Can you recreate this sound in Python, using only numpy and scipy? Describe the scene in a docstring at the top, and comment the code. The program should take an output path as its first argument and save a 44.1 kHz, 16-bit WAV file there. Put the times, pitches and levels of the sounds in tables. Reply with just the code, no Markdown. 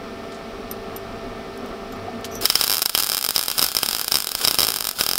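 """A wire-feed welder in a cluttered garage. From the start its cooling fan rushes and hums.
The wire ticks against the work a few times; a dull knock follows, then the wire drags briefly.
At about 2.4 s the arc strikes: each molten drop shorts it with a small tick, and it relights with
a loud pop over a sizzle. The pops overload the recorder, whose gain control pulls the fan down.
Popping and spitting go on to the end."""
import sys
import numpy as np
from scipy import signal
from scipy.fft import rfft, irfft, next_fast_len
from scipy.io import wavfile
from scipy.ndimage import uniform_filter1d

SR = 44100
rng = np.random.default_rng(int(sys.argv[2]) if len(sys.argv) > 2 else 0)


def transcribe(u):
    """Save the signal u as a 16-bit wav file named by the first command-line argument.

    u: samples, shape (n,) or (channels, n), limited to [-1, 1]; the rate is SR.
    q: integer samples, one column per channel.
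    """
    v = np.clip(np.atleast_2d(u).T, -1, 1)
    q = np.round(v * 32767).astype(np.int16)
    wavfile.write(sys.argv[1], SR, q)


N = 228694
TIME = np.arange(N) / SR


def from_db(db):
    return 10 ** (np.asarray(db) / 20)


def rms_one(x):
    return x / np.sqrt(np.mean(x ** 2) + 1e-20)


def level_curve(rows):
    """Join (time [s], level [dB]) points: silent before the first, steady after the last."""
    times, db = np.transpose(rows)
    return from_db(np.interp(TIME, times, db, left=-200))


def drift(rate_hz):
    """A smooth random wobble of about 1 either way."""
    r = np.exp(-80 * np.pi * rate_hz / SR)
    slow = signal.lfilter([1], [1, -2 * r, r * r], rng.standard_normal(N // 40 + 2002))[2000:]
    return np.interp(np.arange(N) / 40, np.arange(len(slow)), rms_one(slow))


def clicks(times, sizes):
    """Clicks one sample long."""
    out = np.zeros(N)
    np.add.at(out, np.clip(np.round(np.asarray(times) * SR).astype(int), 0, N - 1), sizes)
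    return out


def ring(x, hz, t60):
    """Make x ring at one pitch; the ring time t60 is the seconds it takes to fade by 60 dB."""
    r, w = np.exp(-np.log(1000) / (t60 * SR)), 2 * np.pi * hz / SR
    return signal.lfilter([1, -r * np.cos(w)], [1, -2 * r * np.cos(w), r * r], x + 1e-18)


def band(x, low_hz, high_hz):
    """Keep the sound between two frequencies."""
    return signal.sosfilt(signal.butter(2, [low_hz, high_hz], "band", fs=SR, output="sos"), x)


def shaped_noise(spectrum):
    """Noise of strength 1 whose tone follows (frequency [Hz], level [dB]) points."""
    size = next_fast_len(N)
    hz, db = np.transpose(spectrum)
    shape_db = np.interp(np.log(np.arange(1, size // 2 + 2) * SR / size), np.log(hz), db)
    return rms_one(irfft(rfft(rng.standard_normal(size)) * from_db(shape_db), size)[:N])


# The fan's rush of air and its thin hiss, each: (frequency [Hz], level [dB])
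AIR_SPECTRUM = [(15, -48), (25, -4.5), (75, -15), (102, -17), (156, -17), (229, -2.5), (337, -13.5),
                (393, -9), (601, -14), (687, -10.5), (954, -21), (1300, -12.5), (1430, -22.5),
                (1800, -24.5), (2500, -34), (3250, -71), (5500, -120)]
HISS_SPECTRUM = [(1500, -18.5), (2200, 2.5), (5600, -4.5), (6500, -15), (11000, -17), (12000, -22),
                 (13000, -21), (16300, -19)]
# Mains hum swelling and fading: (time [s], level [dB])
HUM_LEVELS = [(0.0, -58.5), (0.63, -51), (0.74, -48.5), (1.27, -46.5), (1.34, -50), (1.81, -63), (1.9, -48),
              (2.02, -41), (2.22, -49.5), (2.44, -43.5), (2.8, -45), (2.9, -65)]
# Blade tone, motor tone and a thin whine: (pitch [Hz], level of each multiple of the pitch [dB])
FAN_TONES = [(224.55, [-52, -43, -43, -56, -70, -53, -60, -53, -61, -57, -62]), (393.1, [-42, -50, -55]),
             (15000, [-73])]


def fan():
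    """Moving air rushes and hisses over mains hum, while the blades and motor add wavering tones."""
    out = from_db(-35 + 1.26 * drift(12.5)) * shaped_noise(AIR_SPECTRUM)
    out += from_db(-46 + .2 * drift(22)) * shaped_noise(HISS_SPECTRUM)
    out += np.sqrt(2) * level_curve(HUM_LEVELS) * np.sin(2 * np.pi * 100.5 * TIME + .6 * drift(5))
    for hz, levels in FAN_TONES:
        for multiple, db in enumerate(levels, start=1):
            phase = 2 * np.pi * (multiple * hz * TIME + rng.random()) + .5 * drift(5)
            out += np.sqrt(2) * from_db(db - .5 + 1.16 * drift(1.8)) * np.sin(phase)
    return out


# Echoes off surfaces near the weld: (delay [ms], share of the direct sound [negative = flipped])
NEAR_ECHOES = [(.18, .33), (.52, -.07), (.82, .08), (1.05, -.07), (1.5, .04), (4.81, .09), (6.24, .11)]


def garage(x, t60=.053, dull_above_hz=6060):
    """Nearby surfaces throw back a few echoes, then a dull tail dies away."""
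    t = np.arange(SR // 2) / SR
    delay_ms, share = np.transpose(NEAR_ECHOES)
    direct_and_echoes = (clicks([0], 1) + clicks(delay_ms / 1000, share))[:len(t)]
    tail = rng.standard_normal(len(t)) * from_db(-60 * t / t60) * (t > .002)
    tail = signal.lfilter(*signal.butter(1, dull_above_hz, fs=SR), tail)
    tail = from_db(-18.5) * tail / np.sqrt(np.sum(tail ** 2))
    return signal.fftconvolve(x, direct_and_echoes + tail)[:N]


def knock(time_s=2.082):
    """One dull, hollow knock: a muffled click that rings briefly."""
    click = clicks([time_s], from_db(-19))
    muffled = band(band(click, 420, 1000), 420, 1000)
    return ring(muffled, hz=740, t60=.045)


# The wire touches the work:
# (time [s], scrape level [dB], scrape length [ms], ring level [dB], brightness [dB])
WIRE_TOUCHES = [(0.321, -36.5, 37, -70, -1), (0.345, -37, 37, -70, 0), (0.7123, -24.5, 5.4, -18.5, 3.5),
                (.9294, -55, 3, -54, 1), (0.9629, -34, 7.9, -21.5, 3), (1.5755, -36, 5, -57, 1),
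                (1.6596, -39, 8.9, -60, 2), (1.685, -50, 30, -70, 1), (1.922, -40, 30, -31.5, 0.5),
                (1.963, -55, 3, -49, 7), (2.2104, -41, 8, -59.5, 5.5), (2.2447, -20.5, 24, -48, 0.5),
                (2.25, -35, 26, -33, 15), (2.315, -44, 4.4, -54, -1), (2.354, -26, 6, -49, 8),
                (2.4116, -27, 14, -32, 17)]
# The notes that wire and nozzle ring at: (pitch [Hz], level [dB], ring time [s])
WIRE_NOTES = [(3750, -10, .04), (5100, -8, .05), (5870, -11, .045), (7200, -12, .11), (8700, -19, .08),
              (10100, -21, .055), (11890, -2, .033), (13300, -11, .025), (15000, -18, .03)]


def wire_ticks():
    """Each touch is a short scrape that sets the wire and nozzle ringing."""
    out = np.zeros(N)
    t = np.arange(SR // 10) / SR
    for start_s, scrape_db, scrape_ms, ring_db, bright_db in WIRE_TOUCHES:
        noise = rng.standard_normal((2, len(t)))
        top_hz = 16000 if bright_db > .5 else 7000
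        touch = from_db(scrape_db - 20000 * t / scrape_ms) * band(noise[0], 2000, top_hz)
        rub = from_db(ring_db - 3.5 - 4000 * t) * noise[1]   # uneven contact drives each note differently
        for hz, note_db, t60 in WIRE_NOTES:
            touch += from_db(note_db - 16.5 + 1.5 * bright_db * np.log2(hz / 8000)) * ring(rub, hz, t60)
        start = round(start_s * SR)
        out[start:start + len(t)] += touch
    return out


# How hard the wire rubs just before the arc strikes: (time [s], level [dB])
DRAG_LEVELS = [(2.305, -60), (2.316, -39), (2.335, -43), (2.36, -33.5), (2.375, -42), (2.395, -50)]


def wire_drag():
    """The wire drags on the work and rings at two high pitches."""
    rub = level_curve(DRAG_LEVELS) * (TIME < DRAG_LEVELS[-1][0]) * rng.standard_normal(N)
    return from_db(-16) * ring(rub, hz=5870, t60=.02) + from_db(-22) * ring(rub, hz=11900, t60=.012)


# The steady burn of the arc under the pops: (time [s], level [dB])
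BURN_LEVELS = [(2.409, -45), (2.44, -40), (2.6, -31.5), (2.72, -38), (2.85, -50), (3.0, -32), (3.25, -49),
               (3.45, -39), (3.6, -36.5), (3.8, -36), (3.9, -35.5), (4.25, -43), (4.42, -36.5), (4.62, -36),
               (4.9, -47), (5.0, -40), (5.18, -43)]


def burn_strength(swell_db_per_s=159, longest_swell_s=.11, flare_fade_s=.028):
    """While no drop falls the arc lengthens and roars louder; each pop leaves it flaring."""
    pop_s, pop_db = np.transpose(ARC_POPS)
    last_lit_s = np.concatenate([[BURN_LEVELS[0][0]], pop_s])[np.searchsorted(pop_s, TIME)]
    swell = from_db(swell_db_per_s * np.clip(TIME - last_lit_s, 0, longest_swell_s))
    kicks = clicks(pop_s, from_db(pop_db - 42.5))
    flare = signal.lfilter([1], [1, -np.exp(-1 / (flare_fade_s * SR))], kicks)
    return level_curve(BURN_LEVELS) * swell + flare


def flutter(burn):
    """The arc's low flutter follows the burn, and is stronger before the first drop falls."""
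    early_db = 14 * (TIME < ARC_POPS[0][0])
    strength = from_db(-57.5 + early_db + 2.5 * drift(45)) * (burn / from_db(-32)) ** 1.55
    return strength * rms_one(band(rng.standard_normal(N), 28, 1350))


# Spits of molten metal: (time [s], level [dB], length [ms])
METAL_SPITS = [(3.343, -32, 27), (3.576, -29, 17), (4.108, -27, 42), (4.383, -30, 14), (4.412, -21, 9.5),
               (4.431, -37, 15), (4.442, -17, 8.5), (4.552, -22, 6.1), (4.682, -36, 11), (4.985, -25.5, 85)]


def spit_strength():
    """Each spit is a surge in the sizzle that rises fast and dies away."""
    strength = np.zeros(N)
    for start_s, db, length_ms in METAL_SPITS:
        age = np.clip((TIME - start_s) * 4000 / length_ms, 0, 50)   # 1 at the peak, a quarter of the way in
        strength += from_db(db) * age * np.exp(1 - age)
    return strength


# The tone of the arc's sizzle: (frequency [Hz], level [dB])
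SIZZLE_SPECTRUM = [(600, -12), (1000, -4.5), (1500, 4.5), (1900, -4), (3100, 7.5), (4400, 1.5), (5200, 7),
                   (5900, -7), (7000, 0), (8700, 2), (12200, -2), (16300, 5)]


def sizzle(burn, grains_per_s=2500):
    """The burning arc hisses, and spatter makes the hiss grainy."""
    grains = from_db(3.5 * np.minimum(rng.exponential(1, N), 4))
    grains *= rng.random(N) < grains_per_s / SR
    frying = np.sqrt(.5 + .6 * uniform_filter1d(grains ** 2, size=30) / np.mean(grains ** 2))
    flicker = from_db(1.8 * drift(50))
    return flicker * (burn + spit_strength()) * frying * shaped_noise(SIZZLE_SPECTRUM)


def gas_push(fade_s=.0007, low_cut_hz=45):
    """Heated gas shoves outward after each pop."""
    pop_s, pop_db = np.transpose(ARC_POPS)
    push = signal.lfilter([1], [1, -np.exp(-1 / (fade_s * SR))], clicks(pop_s, from_db(pop_db - 41.5)))
    return signal.lfilter(*signal.butter(1, low_cut_hz, "high", fs=SR), push)


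# The arc relights after each short circuit: (time [s], level [dB])
ARC_POPS = [(2.4556, 14), (2.5007, 11), (2.5551, 12), (2.612, 11), (2.6392, 5), (2.6435, 3), (2.6691, -1),
            (2.679, 2), (2.6982, 5), (2.7059, 2), (2.7171, 4), (2.727, 2), (2.7372, 2), (2.7457, 2),
            (2.7552, -1), (2.7692, 0), (2.7822, 1), (2.7933, -2), (2.8197, 5), (2.8225, 1), (2.8288, 0),
            (2.856, -5), (2.861, 2), (2.8953, -3), (2.8983, -1), (2.9504, 11), (2.9772, 7), (2.988, 2),
            (2.9981, -4), (3.0015, 2), (3.0051, -2), (3.0253, 1), (3.0353, 1), (3.0441, -1), (3.0656, -3),
            (3.0714, -1), (3.0916, -1), (3.0991, 3), (3.119, 4), (3.1299, -2), (3.1361, -2), (3.1478, 3),
            (3.1696, 3), (3.1806, -1), (3.1895, -3), (3.2122, -2), (3.2276, -3), (3.243, 1), (3.2492, -1),
            (3.2643, 2), (3.2895, 6), (3.3078, 3), (3.3622, 9), (3.3802, 5), (3.3933, 4), (3.4128, -1),
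            (3.4284, -4), (3.4373, -3), (3.4606, -6), (3.4831, 4), (3.5016, 0), (3.5153, 2), (3.5811, 2),
            (3.5857, 0), (3.5939, 9), (3.6168, 4), (3.6243, 0), (3.6281, 6), (3.6409, 2), (3.6449, 3),
            (3.6654, 0), (3.6874, -3), (3.7177, -4), (3.7502, 2), (3.7676, 8), (3.7883, 1), (3.832, 9),
            (3.862, 2), (3.8884, 5), (3.9116, 0), (3.9307, 2), (3.9494, 3), (3.9667, -2), (3.9851, -3),
            (3.9952, 0), (4.0143, 0), (4.0453, -2), (4.0812, 3), (4.1205, 8), (4.1431, 8), (4.1558, 9),
            (4.1701, 2), (4.1867, 0), (4.2036, -2), (4.2236, -5), (4.2448, -3), (4.2712, 1), (4.2913, -3),
            (4.3179, -2), (4.3516, 4), (4.4398, -4), (4.4499, 11), (4.475, 8), (4.4828, 9), (4.5112, 6),
            (4.5446, 3), (4.5871, 10), (4.5955, 6), (4.6052, 9), (4.6185, 6), (4.6317, 10), (4.6415, 1),
            (4.649, 3), (4.6691, 2), (4.6831, -2), (4.6874, 6), (4.7043, 0), (4.7201, -1), (4.7412, 0),
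            (4.7621, 1), (4.7697, -2), (4.7871, -4), (4.8083, 2), (4.825, -4), (4.8441, -3), (4.8527, -2),
            (4.871, 2), (4.891, 2), (4.9127, -3), (5.0108, 10), (5.0375, 1), (5.0647, 4), (5.0906, 5),
            (5.1131, 3), (5.1343, 3), (5.1563, 1), (5.1796, 2)]
# Nozzle, work and microphone openings ring after each pulse: (pitch [Hz], level [dB], ring time [s])
POP_NOTES = [(1330, -28, .0039), (1600, -31, .006), (2450, -33, .006), (3110, -20, .0062),
             (3910, -23.5, .009), (4930, -22, .007), (5270, -20.5, .007), (7400, -27, .003),
             (8580, -14, .0027), (9500, -24, .003), (12100, -20, .002), (13190, -5, .0007)]


def ticks_and_pops(typical_short_s=.00165):
    """A drop shorts the arc with a tick; it relights with a pop, a pulse in the opposite direction."""
    pop_s, pop_db = np.transpose(ARC_POPS)
    chance = rng.standard_normal((len(pop_s), 2))
    tick_s = pop_s - typical_short_s * np.exp(.25 * chance[:, 0])
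    wait_s = np.diff(pop_s, prepend=BURN_LEVELS[0][0])
    # A tick is louder before a big pop and softer after a long wait.
    tick_db = -13.5 + .55 * pop_db - 3 * np.log2(wait_s / .02) + 4.5 * chance[:, 1]
    times = np.concatenate([pop_s, tick_s])
    sizes = np.concatenate([-from_db(pop_db), from_db(tick_db)])
    scatter_db = rng.normal(0, 2.5, (len(times), len(POP_NOTES)))   # no two pops ring alike
    heavy_db = .47 * np.clip(np.concatenate([pop_db, tick_db]), 0, 12)   # big pops shake the work harder
    crack = -from_db(-20.5) * signal.lfilter([1], [1, -.94], clicks(times, sizes))   # the gas rebounds
    for k, (hz, db, t60) in enumerate(POP_NOTES):
        note_db = db + scatter_db[:, k] + heavy_db * (2000 < hz < 6000)
        crack += ring(clicks(times, sizes * from_db(note_db)), hz, t60)
    return signal.lfilter(*signal.butter(1, 650, "high", fs=SR), crack)   # a small source gives little bass


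def arc(growth_db_per_s=4):
    """Pops and sizzle from one spot, with a push and flutter that build as the molten pool grows."""
    burn = burn_strength()
    growth = from_db(growth_db_per_s * (TIME - ARC_POPS[0][0]))
    return from_db(15) * (ticks_and_pops() + sizzle(burn) + growth * (gas_push() + flutter(burn)))


def scene():
    """The fan, the handling noises and the echoing arc, in one channel."""
    return (fan() + knock() + wire_ticks() + wire_drag() + garage(arc()))[None]


def record(dry, threshold_db=-24, most_drop_db=15, recovery_db_per_s=2.5, top_hz=16400):
    """The recorder turns loud sound down and creeps back up; peaks clip and the highest treble is cut."""
    level_db = 10 * np.log10(signal.lfilter([.002], [1, -.998], dry[0] ** 2) + 1e-12)
    recovery_db = recovery_db_per_s * TIME
    held_db = np.maximum.accumulate(level_db + recovery_db) - recovery_db
    gain = from_db(-np.clip(held_db - threshold_db, 0, most_drop_db))
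    mic = signal.lfilter(*signal.butter(2, 17500, fs=SR), dry)   # the microphone fades at the very top
    dip_hz, dip_width_hz = 10010, 360   # its housing cancels a narrow band
    mic -= signal.lfilter(*signal.iirpeak(dip_hz, dip_hz / dip_width_hz, fs=SR), mic)
    levelled = mic * gain
    clipped = levelled / (1 + np.abs(levelled / 1.05) ** 4) ** .25
    trimmed = signal.sosfiltfilt(signal.cheby2(8, 30, top_hz, fs=SR, output="sos"), clipped)
    return np.clip(trimmed, -1, 1)


dry = scene()
out = record(dry)
transcribe(out)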